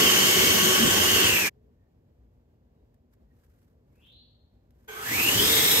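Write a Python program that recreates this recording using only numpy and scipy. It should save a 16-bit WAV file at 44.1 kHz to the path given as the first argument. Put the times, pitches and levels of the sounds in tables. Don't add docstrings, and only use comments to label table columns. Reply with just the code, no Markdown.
import sys
import numpy as np
from scipy import signal
from scipy.fft import rfft, irfft
from scipy.io import wavfile
from scipy.ndimage import uniform_filter1d

SR = 44100
rng = np.random.default_rng(int(sys.argv[2]) if len(sys.argv) > 2 else 0)


def unload_wav(signal):
    wavfile.write(
        sys.argv[1],
        SR,
        np.round(np.clip(np.atleast_2d(signal).T, -1, 1) * 32767).astype(np.int16),
    )


N = 255780
T = np.arange(N) / SR
HZ = np.fft.rfftfreq(N, 1 / SR)

# frequency in Hz, left-right likeness 0-1, right lead in radians.
STEREO_IMAGE = [(60, 1, .02), (171, 1, 0.4), (359, .86, 0.98), (720, .55, 1.5), (1051, 0.7, 1.6),
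                (1330, .72, 2.2), (1900, 0.6, 1), (2410, 0.2, 2.2), (3002, .12, 1.8), (3180, .18, 3),
                (3600, 0.4, 3.1), (4470, .25, 1.9), (5100, 0, 1.6), (5700, 0.3, 2.504), (6200, .05, 2.5),
                (6550, 0.1, .1), (7190, .45, .8), (8210, 0.8, 2.1), (9200, 0.7, 1.8), (10010, 1, 2.4),
                (11050, 0.7, 3.9), (12250, .72, 5.4), (13100, .9, 8.4), (14200, .88, 6.4),
                (15050, .38, 7.3), (15860, 0.7, 9)]
# centre in seconds, gain in dB, length in seconds.
WHISTLE_FLARES = [(.07, 5.5, 0.005), (1.27, 3, 0.066), (1.365, 5.5, 0.0082), (5.19, 2, 0.019),
                  (5.28, 4.5, 0.053), (5.35, -4.5, 0.011), (5.395, 4, 0.01)]


def amp(db):
    return 10 ** (np.asarray(db) / 20)


def unit_rms(x):
    return x / np.sqrt(np.mean(abs(x) ** 2) + 1e-30)


def read(points, hz):
    f, value = np.transpose(points)
    return np.interp(np.log(hz + 1), np.log(f + 1), value)


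def curves(rows):
    s, *columns = np.transpose(rows)
    return [np.interp(T, s, c) for c in columns]


def ramp(t0, t1):
    return np.clip((T - t0) / (t1 - t0), 0, 1)


def between(t0, t1, edge_s):
    return ramp(t0, t0 + edge_s) * (1 - ramp(t1 - edge_s, t1))


def swell(s, length):
    return np.exp(-.5 * ((T - s) / length) ** 2)


def swells(rows):
    return sum(db * swell(s, length) for s, db, length in rows)


def drift(rate_hz, channels=1):
    white = rfft(rng.standard_normal((channels, N)))
    return unit_rms(irfft(white / (1 + (HZ / rate_hz) ** 4), N))


def phase(hz):
    return 2 * np.pi * np.cumsum(hz * np.ones(N)) / SR


def stereo(a, b):
    # frequency in Hz, left over right in dB.
    balance = [(60, 2), (110, 0), (200, 1), (380, 0.5), (700, -2.0), (1290, -2.5), (2380, -2), (4400, 3),
               (8120, -1), (15000, 0.5)]
    hz, likeness, lead = np.transpose(STEREO_IMAGE)
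    likeness = np.clip(read(np.c_[hz, likeness], HZ), 0, .999)
    lead = read(np.c_[hz, lead], HZ)
    left = rfft(a)
    right = (likeness * left + np.sqrt(1 - likeness ** 2) * rfft(b)) * np.exp(1j * lead)
    return np.array([left, right]) * amp(np.outer([.5, -.5], read(balance, HZ)))


def noise(spectrum):
    white = stereo(*rng.standard_normal((2, N)))
    return unit_rms(irfft(white * amp(read(spectrum, HZ)), N))


def air():
    return noise([(1, 0), (SR / 2, 0)])


def resonate(x, hz, width):
    carrier = np.exp(1j * phase(hz))
    pole = np.exp(-np.pi * width * 1.5 / SR)
    return unit_rms((carrier * signal.lfilter([1], [1, -2 * pole, pole * pole], x / carrier)).real)


def shelf(x, side, edge_hz, db):
    part = signal.sosfiltfilt(signal.butter(3, edge_hz, side, fs=SR, output="sos"), x)
    return x + (amp(db) - 1) * part


def halvings(speed):
    return np.log2(speed.max() / speed)


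def levels(law, speed):
    return {layer: db - slope_db * halvings(speed) for layer, (db, slope_db) in law.items()}


def patchy(x, depth_db):
    frames = signal.stft(x, nperseg=512)[2]
    patches = rng.standard_normal(frames.shape[1:])
    for _ in range(2):
        patches = uniform_filter1d(patches, size=5, axis=0)
        patches = uniform_filter1d(patches, size=13, axis=1)
    return signal.istft(frames * amp(depth_db * unit_rms(patches)))[1][:, :N]


def jet(spectrum, speed, dull_db, flutter_db):
    # centre in seconds, gain in dB, length in seconds.
    treble_swells = [(.87, -1.5, .07), (1.3, 1, 0.088), (4.96, 1, 0.026), (5.4, -2, 0.097)]
    hiss = noise(spectrum)
    low = signal.sosfilt(signal.butter(1, 1500, fs=SR, output="sos"), hiss)
    hiss += (amp(dull_db * halvings(speed)) - 1) * low
    hiss = shelf(hiss, "high", 10000, swells(treble_swells))
    return patchy(hiss, depth_db=1.1) * amp(flutter_db * drift(37))


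def buffet(spectrum, rumble, flutter_hz):
    return amp(drift(flutter_hz)) * shelf(noise(spectrum), "low", 170, *curves(rumble))


def whistle(strands, moments, pitch, flutter_db, waver):
    eddies, wander = air(), drift(18)[0]
    sound = 0
    for k, (multiple, width, *db) in enumerate(strands):
        shift = k * SR // 2
        hz = multiple * pitch * (1 + waver * np.roll(wander, shift))
        strand = resonate(np.roll(eddies, shift, axis=-1), hz, width)
        sound += amp(np.interp(T, moments, db)) * strand
    return sound * amp(flutter_db * drift(45) + swells(WHISTLE_FLARES))


def motor(orders, moments, speed, waver, fading):
    angle = phase(speed * (1 + waver * drift(51)[0]))
    right_leads = np.array(STEREO_IMAGE)[:, ::2]
    sound = 0
    for order, *db in orders:
        lead = np.array([[0], [read(right_leads, order * speed.max())]])
        paths = unit_rms(1 + fading * (drift(27, channels=2) + 1j * drift(29, channels=2)))
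        sound += amp(np.interp(T, moments, db)) * np.exp(1j * (order * angle + lead)) * paths
    return np.sqrt(2) * sound.real


def stator(pitch, ring_hz, width_hz):
    resonance = 1 / (1 + ((pitch - ring_hz) / width_hz) ** 8)
    return np.sqrt(2) * np.sin(phase(pitch)) * amp(3 * drift(60, channels=2)) * resonance


def first_blower():
    # time in seconds, shaft speed in Hz.
    shaft = [(0, 370.5), (1.24, 370.5), (1.3, 352), (1.33, 338), (1.38, 318), (1.5, 280)]
    law = {"jet": (-21, 13), "buffet": (-29, 21), "whistle": (-23.5, 6.7), "motor": (-17, 30)}
    # frequency in Hz, relative density in dB.
    jet_spectrum = [(20, -52.5), (250, -16), (600, 1), (800, 0.5), (1250, 2), (1900, 5.5), (2450, 0.5),
                    (3400, 0), (4100, -0.5), (4900, 1.5), (6200, 4.5), (7600, 0), (8900, 2.05), (10000, -9),
                    (11500, 2.5), (13000, -1.5), (15800, -5.5)]
    buffet_spectrum = [(20, -58), (45, -25.5), (72, -3.5), (100, -1), (135, -11), (195, 4), (225, -1.5),
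                       (290, -3), (380, 3), (520, -3), (750, -16.5), (1500, -39.5)]
    # time in seconds, gain in dB.
    rumble = [(0, -1.5), (1.5, 4)]
    moments = [0, .42, .8, 1.18, 1.36]
    # multiple of the swirl rate, width in Hz, gain in dB at each moment.
    strands = [(4.15, 93, -17, -18, -10, -13, -18.5), (5.87, 130, -17, -11.5, -22.5, -24.5, -14),
               (7.2, 110, -13.5, -15, -14.5, -11, -10), (7.6, 50, -5, -8.5, -11, -4, -9.5),
               (8.03, 50, -5.5, -6.5, -7.5, -7.5, -3), (8.42, 40, -3.5, -6.5, -3.5, -7.5, -7.5),
               (8.35, 770, -6, -5.5, -6, -5, -5.5)]
    # multiple of the shaft speed, gain in dB at each moment.
    orders = [(1, -17, -16, -18, -17, -20), (3, -17, -20.5, -18.5, -18, -23),
              (6, -23, -16, -25, -25.5, -26), (9, -18, -24, -21, -19, -22),
              (12, -18, -22, -23.5, -16.5, -25), (18, -25, -21.5, -22.5, -29, -32)]
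    speed, = curves(shaft)
    db, slowness = levels(law, speed), halvings(speed)
    out = amp(db["jet"]) * jet(jet_spectrum, speed, dull_db=-1.5, flutter_db=0.5)
    out += amp(db["buffet"]) * buffet(buffet_spectrum, rumble, flutter_hz=25)
    swirl = speed.max() * (speed / speed.max()) ** .9
    fan = whistle(strands, moments, swirl, flutter_db=0.8 + 2 * slowness, waver=.006 + .022 * slowness)
    out += amp(db["whistle"]) * fan
    out += amp(db["motor"]) * motor(orders, moments, speed, waver=.0016, fading=0.6)
    out += amp(db["jet"] - 8.5) * stator(40 * speed, ring_hz=12900, width_hz=570)
    distance_db = -1.5 * ramp(0.51, 0.83)
    return out * amp(distance_db) * between(-1, 1.497, edge_s=0.024)


def bursts(rows):
    eddies = air()
    return sum(amp(db) * swell(s, length) * resonate(eddies, hz, width)
               for s, db, length, hz, width in rows)


def gusts():
    # centre in seconds, level in dB, length in seconds, pitch in Hz, width in Hz.
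    booms = [(.025, -29.5, 0.026, 300, 130), (.65, -31, 0.026, 200, 49.73), (.81, -36.5, 0.02, 85, 22),
             (.84, -25.5, .04, 248, 55.1), (.855, -25, 0.029, 345, 110), (1.31, -37, 0.028, 91, 39.97),
             (5.2, -38, 0.042, 256, 250), (5.41, -31.5, 0.043, 165, 150)]
    brief_whines = [(1.473, -36, 0.0086, 1730, 90), (5.008, -41, .03, 1280, 50),
                    (5.19, -37.5, 0.018, 1260, 80), (5.44, -32, 0.018, 5050, 150)]
    return bursts(booms + brief_whines)


def traffic():
    # frequency in Hz, relative density in dB.
    spectrum = [(12, -69), (20, -33), (37, -10), (59, -1), (215, -16.5), (241, -8.5), (263, -18.5),
                (421, -21), (457, -19.5), (1270, -39.5), (1830, -43.5), (7510, -54.5), (10200, -59),
                (12700, -51.5), (15000, -56.5)]
    return amp(-60.5 + 0.87 * drift(9.16) + .6 * drift(1.9)) * noise(spectrum)


def far_tones():
    # centre in seconds, level in dB, length in seconds, pitch in Hz, width in Hz.
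    tones = [(1.64, -66.5, 0.075, 431, 30.2), (1.84, -87, 0.04, 1820, 70), (2.8, -94, 0.04, 3880, 40),
             (2.8, -69, .035, 432, 35), (3.309, -84, 0.02, 1854, 79.8)]
    return bursts(tones)


def handling():
    # start in seconds, level in dB, decay in seconds.
    grip_clicks = [(2.943, -68, .004), (3.138, -73, .004), (4.707, -65, 0.003)]
    # centre in seconds, level in dB, length in seconds.
    sleeve_rustles = [(3.136, -76, 0.012), (3.42, -77.5, 0.075), (3.621, -77, 0.068), (4.035, -77.5, 0.094),
                      (4.83, -74, 0.051)]
    # frequency in Hz, relative density in dB.
    spectrum = [(200, -4), (1500, 3.5), (3000, -7), (5500, -7.5), (8000, -8), (13000, -4), (16000, -14)]
    sleeves = sum(amp(db) * swell(s, length) for s, db, length in sleeve_rustles) * amp(2.8 * drift(70))
    clicks = sum(amp(db) * (T >= s) * np.exp(-abs(T - s) / decay) for s, db, decay in grip_clicks)
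    return (sleeves + clicks) * noise(spectrum)


def echo(x, t60):
    tail = rng.standard_normal((2, SR)) * amp(-60 * T[:SR] / t60)
    return signal.fftconvolve(x, tail / np.linalg.norm(tail[0]), axes=1)[:, :N]


def bird():
    # time in seconds, pitch in Hz, level in dB going into the echo.
    slur = [(3.88, 2000, -105), (3.94, 2240, -79.5), (3.99, 2660, -72), (4.025, 2990, -59),
            (4.06, 3270, -55), (4.14, 3950, -54.5), (4.19, 4290, -60), (4.25, 4450, -72.5),
            (4.3, 4360, -86.5), (4.36, 4300, -130)]
    # time in seconds, pitch scatter in Hz.
    scatter = [(3.95, 150), (4.04, 250), (4.14, 141), (4.22, 80)]
    hz, db = curves(slur)
    hoarse_hz = hz + curves(scatter)[0] * drift(430)[0]
    call = amp(db) * between(slur[0][0], slur[-1][0], edge_s=.01) * np.sin(phase(hoarse_hz))
    ring_s, ring_t60_s = 4.19, 0.73
    ring_level = amp(-63.5 - 60 * abs(T - ring_s) / ring_t60_s) * ramp(ring_s - .03, ring_s)
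    ring = ring_level * resonate(air(), hz=4200, width=14)
    return 0.4 * call + echo(call[None], t60=0.77) + ring


def trigger():
    return amp(-49) * swell(4.884, 0.0048) * resonate(air(), hz=12600, width=670)


def start_buzz():
    # frequency in Hz, width in Hz, gain in dB.
    housing = [(411, 54, -5.5), (810, 88, -9), (1210, 140, -10.5), (1537, 77, -1.5), (2270, 190, -6.5),
               (3230, 340, -7.5), (6400, 35, -16), (12300, 550, -13)]
    catch_s, fall_db_per_s, hum_hz = 5.0, 194, 435
    shake = air()
    rattle = sum(amp(db) * resonate(shake, hz, width) for hz, width, db in housing)
    linger_db = fall_db_per_s * np.clip(T - catch_s, 0, .025)
    hum = amp(-2.5 + linger_db) * np.sin(phase(hum_hz * (1 + .02 * drift(62)[0])))
    return amp(-44 - fall_db_per_s * np.maximum(T - catch_s, 0)) * (hum + rattle)


def switching(hz):
    tone = amp(-34.5 + 1.4 * drift(12)) * swell(5.22, 0.14) * np.sin(2 * np.pi * hz * T)
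    return tone * [[1], [-1]]


def second_blower():
    # time in seconds, shaft speed in Hz.
    shaft = [(4.87, 130), (5, 156), (5.04, 190), (5.08, 227), (5.12, 257), (5.16, 297), (5.2, 318),
             (5.25, 345), (5.3, 361), (5.35, 382), (5.41, 415), (5.45, 428), (5.49, 444.5)]
    law = {"jet": (-20.5, 13.24), "buffet": (-30.5, 13.2), "whistle": (-26.5, 4), "motor": (-26.5, 13.4)}
    # frequency in Hz, relative density in dB.
    jet_spectrum = [(20, -50), (250, -30), (600, -2.5), (1000, 1), (1600, 2), (2100, 3.5), (2600, 4),
                    (4300, 2.5), (5600, 3.5), (6700, 4), (7450, 2), (8300, 6), (8900, 5.5), (9800, -10),
                    (11600, 8.5), (13000, 4.5), (15800, -1)]
    buffet_spectrum = [(20, -40), (45, -38), (75, 0), (110, 2.5), (160, -6.5), (230, -5.5), (310, 0),
                       (370, -8), (480, -1.5), (650, -18.5), (1500, -24)]
    # time in seconds, gain in dB.
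    rumble = [(5.1, 0.5), (5.2, 1), (5.4, 2), (5.6, -7), (5.75, -2)]
    moments = [5.12, 5.4, 5.6, 5.802]
    # multiple of the swirl rate, width in Hz, gain in dB at each moment.
    strands = [(4.76, 130, -22, -25, -8.5, -10), (8.1, 52, -19, -16, -15, -14), (7.4, 57, -17, -9, -7, -5),
               (8.03, 68, -4, -3.5, -7, -4), (8.62, 70, -25, -15, -6, -3.5), (7.83, 320, -5, -6.5, -7, -7)]
    # multiple of the shaft speed, gain in dB at each moment.
    orders = [(1, -16, -9.5, -6, -20), (12, -19, -9, -10, -5)]
    start_s, switching_hz = 4.876, 10085
    speed, = curves(shaft)
    db = levels(law, speed)
    out = amp(db["jet"]) * jet(jet_spectrum, speed, dull_db=8.5, flutter_db=0.36)
    out += amp(db["buffet"]) * buffet(buffet_spectrum, rumble, flutter_hz=35)
    swirl = speed * (1 + 0.06 * np.maximum(T - 5.47, 0))
    fan = whistle(strands, moments, swirl, flutter_db=1.8, waver=.0029 + .022 * halvings(speed))
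    out += amp(db["whistle"]) * fan * ramp(4.77, 5.1) ** 2
    out += amp(db["motor"]) * motor(orders, moments, speed, waver=0.0006, fading=0.25)
    out += amp(db["motor"] - 13) * resonate(air(), speed, width=70)
    out += amp(db["jet"] - 4.5) * stator(40 * speed, ring_hz=13400, width_hz=390)
    sideband = switching_hz + 10.3 * speed
    out += amp(db["jet"] - 10) * stator(sideband, ring_hz=12930, width_hz=210)
    out *= amp(-11.5 * (1 - ramp(start_s, start_s + 0.24)))
    out += trigger() + start_buzz() + switching(switching_hz)
    return out * between(start_s, 9, edge_s=0.014)


def scene():
    blowers = first_blower() + second_blower() + gusts()
    return blowers + traffic() + handling() + bird() + far_tones()


def record(dry):
    low_cut_hz, band_limit_hz = 43, 15750
    cut = signal.sosfilt(signal.butter(4, low_cut_hz, "high", fs=SR, output="sos"), dry)
    band_limit = signal.firwin(767, band_limit_hz, window=("kaiser", 9), fs=SR)
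    return signal.oaconvolve(cut, band_limit[None], "same")


dry = scene()
out = record(dry)
unload_wav(out)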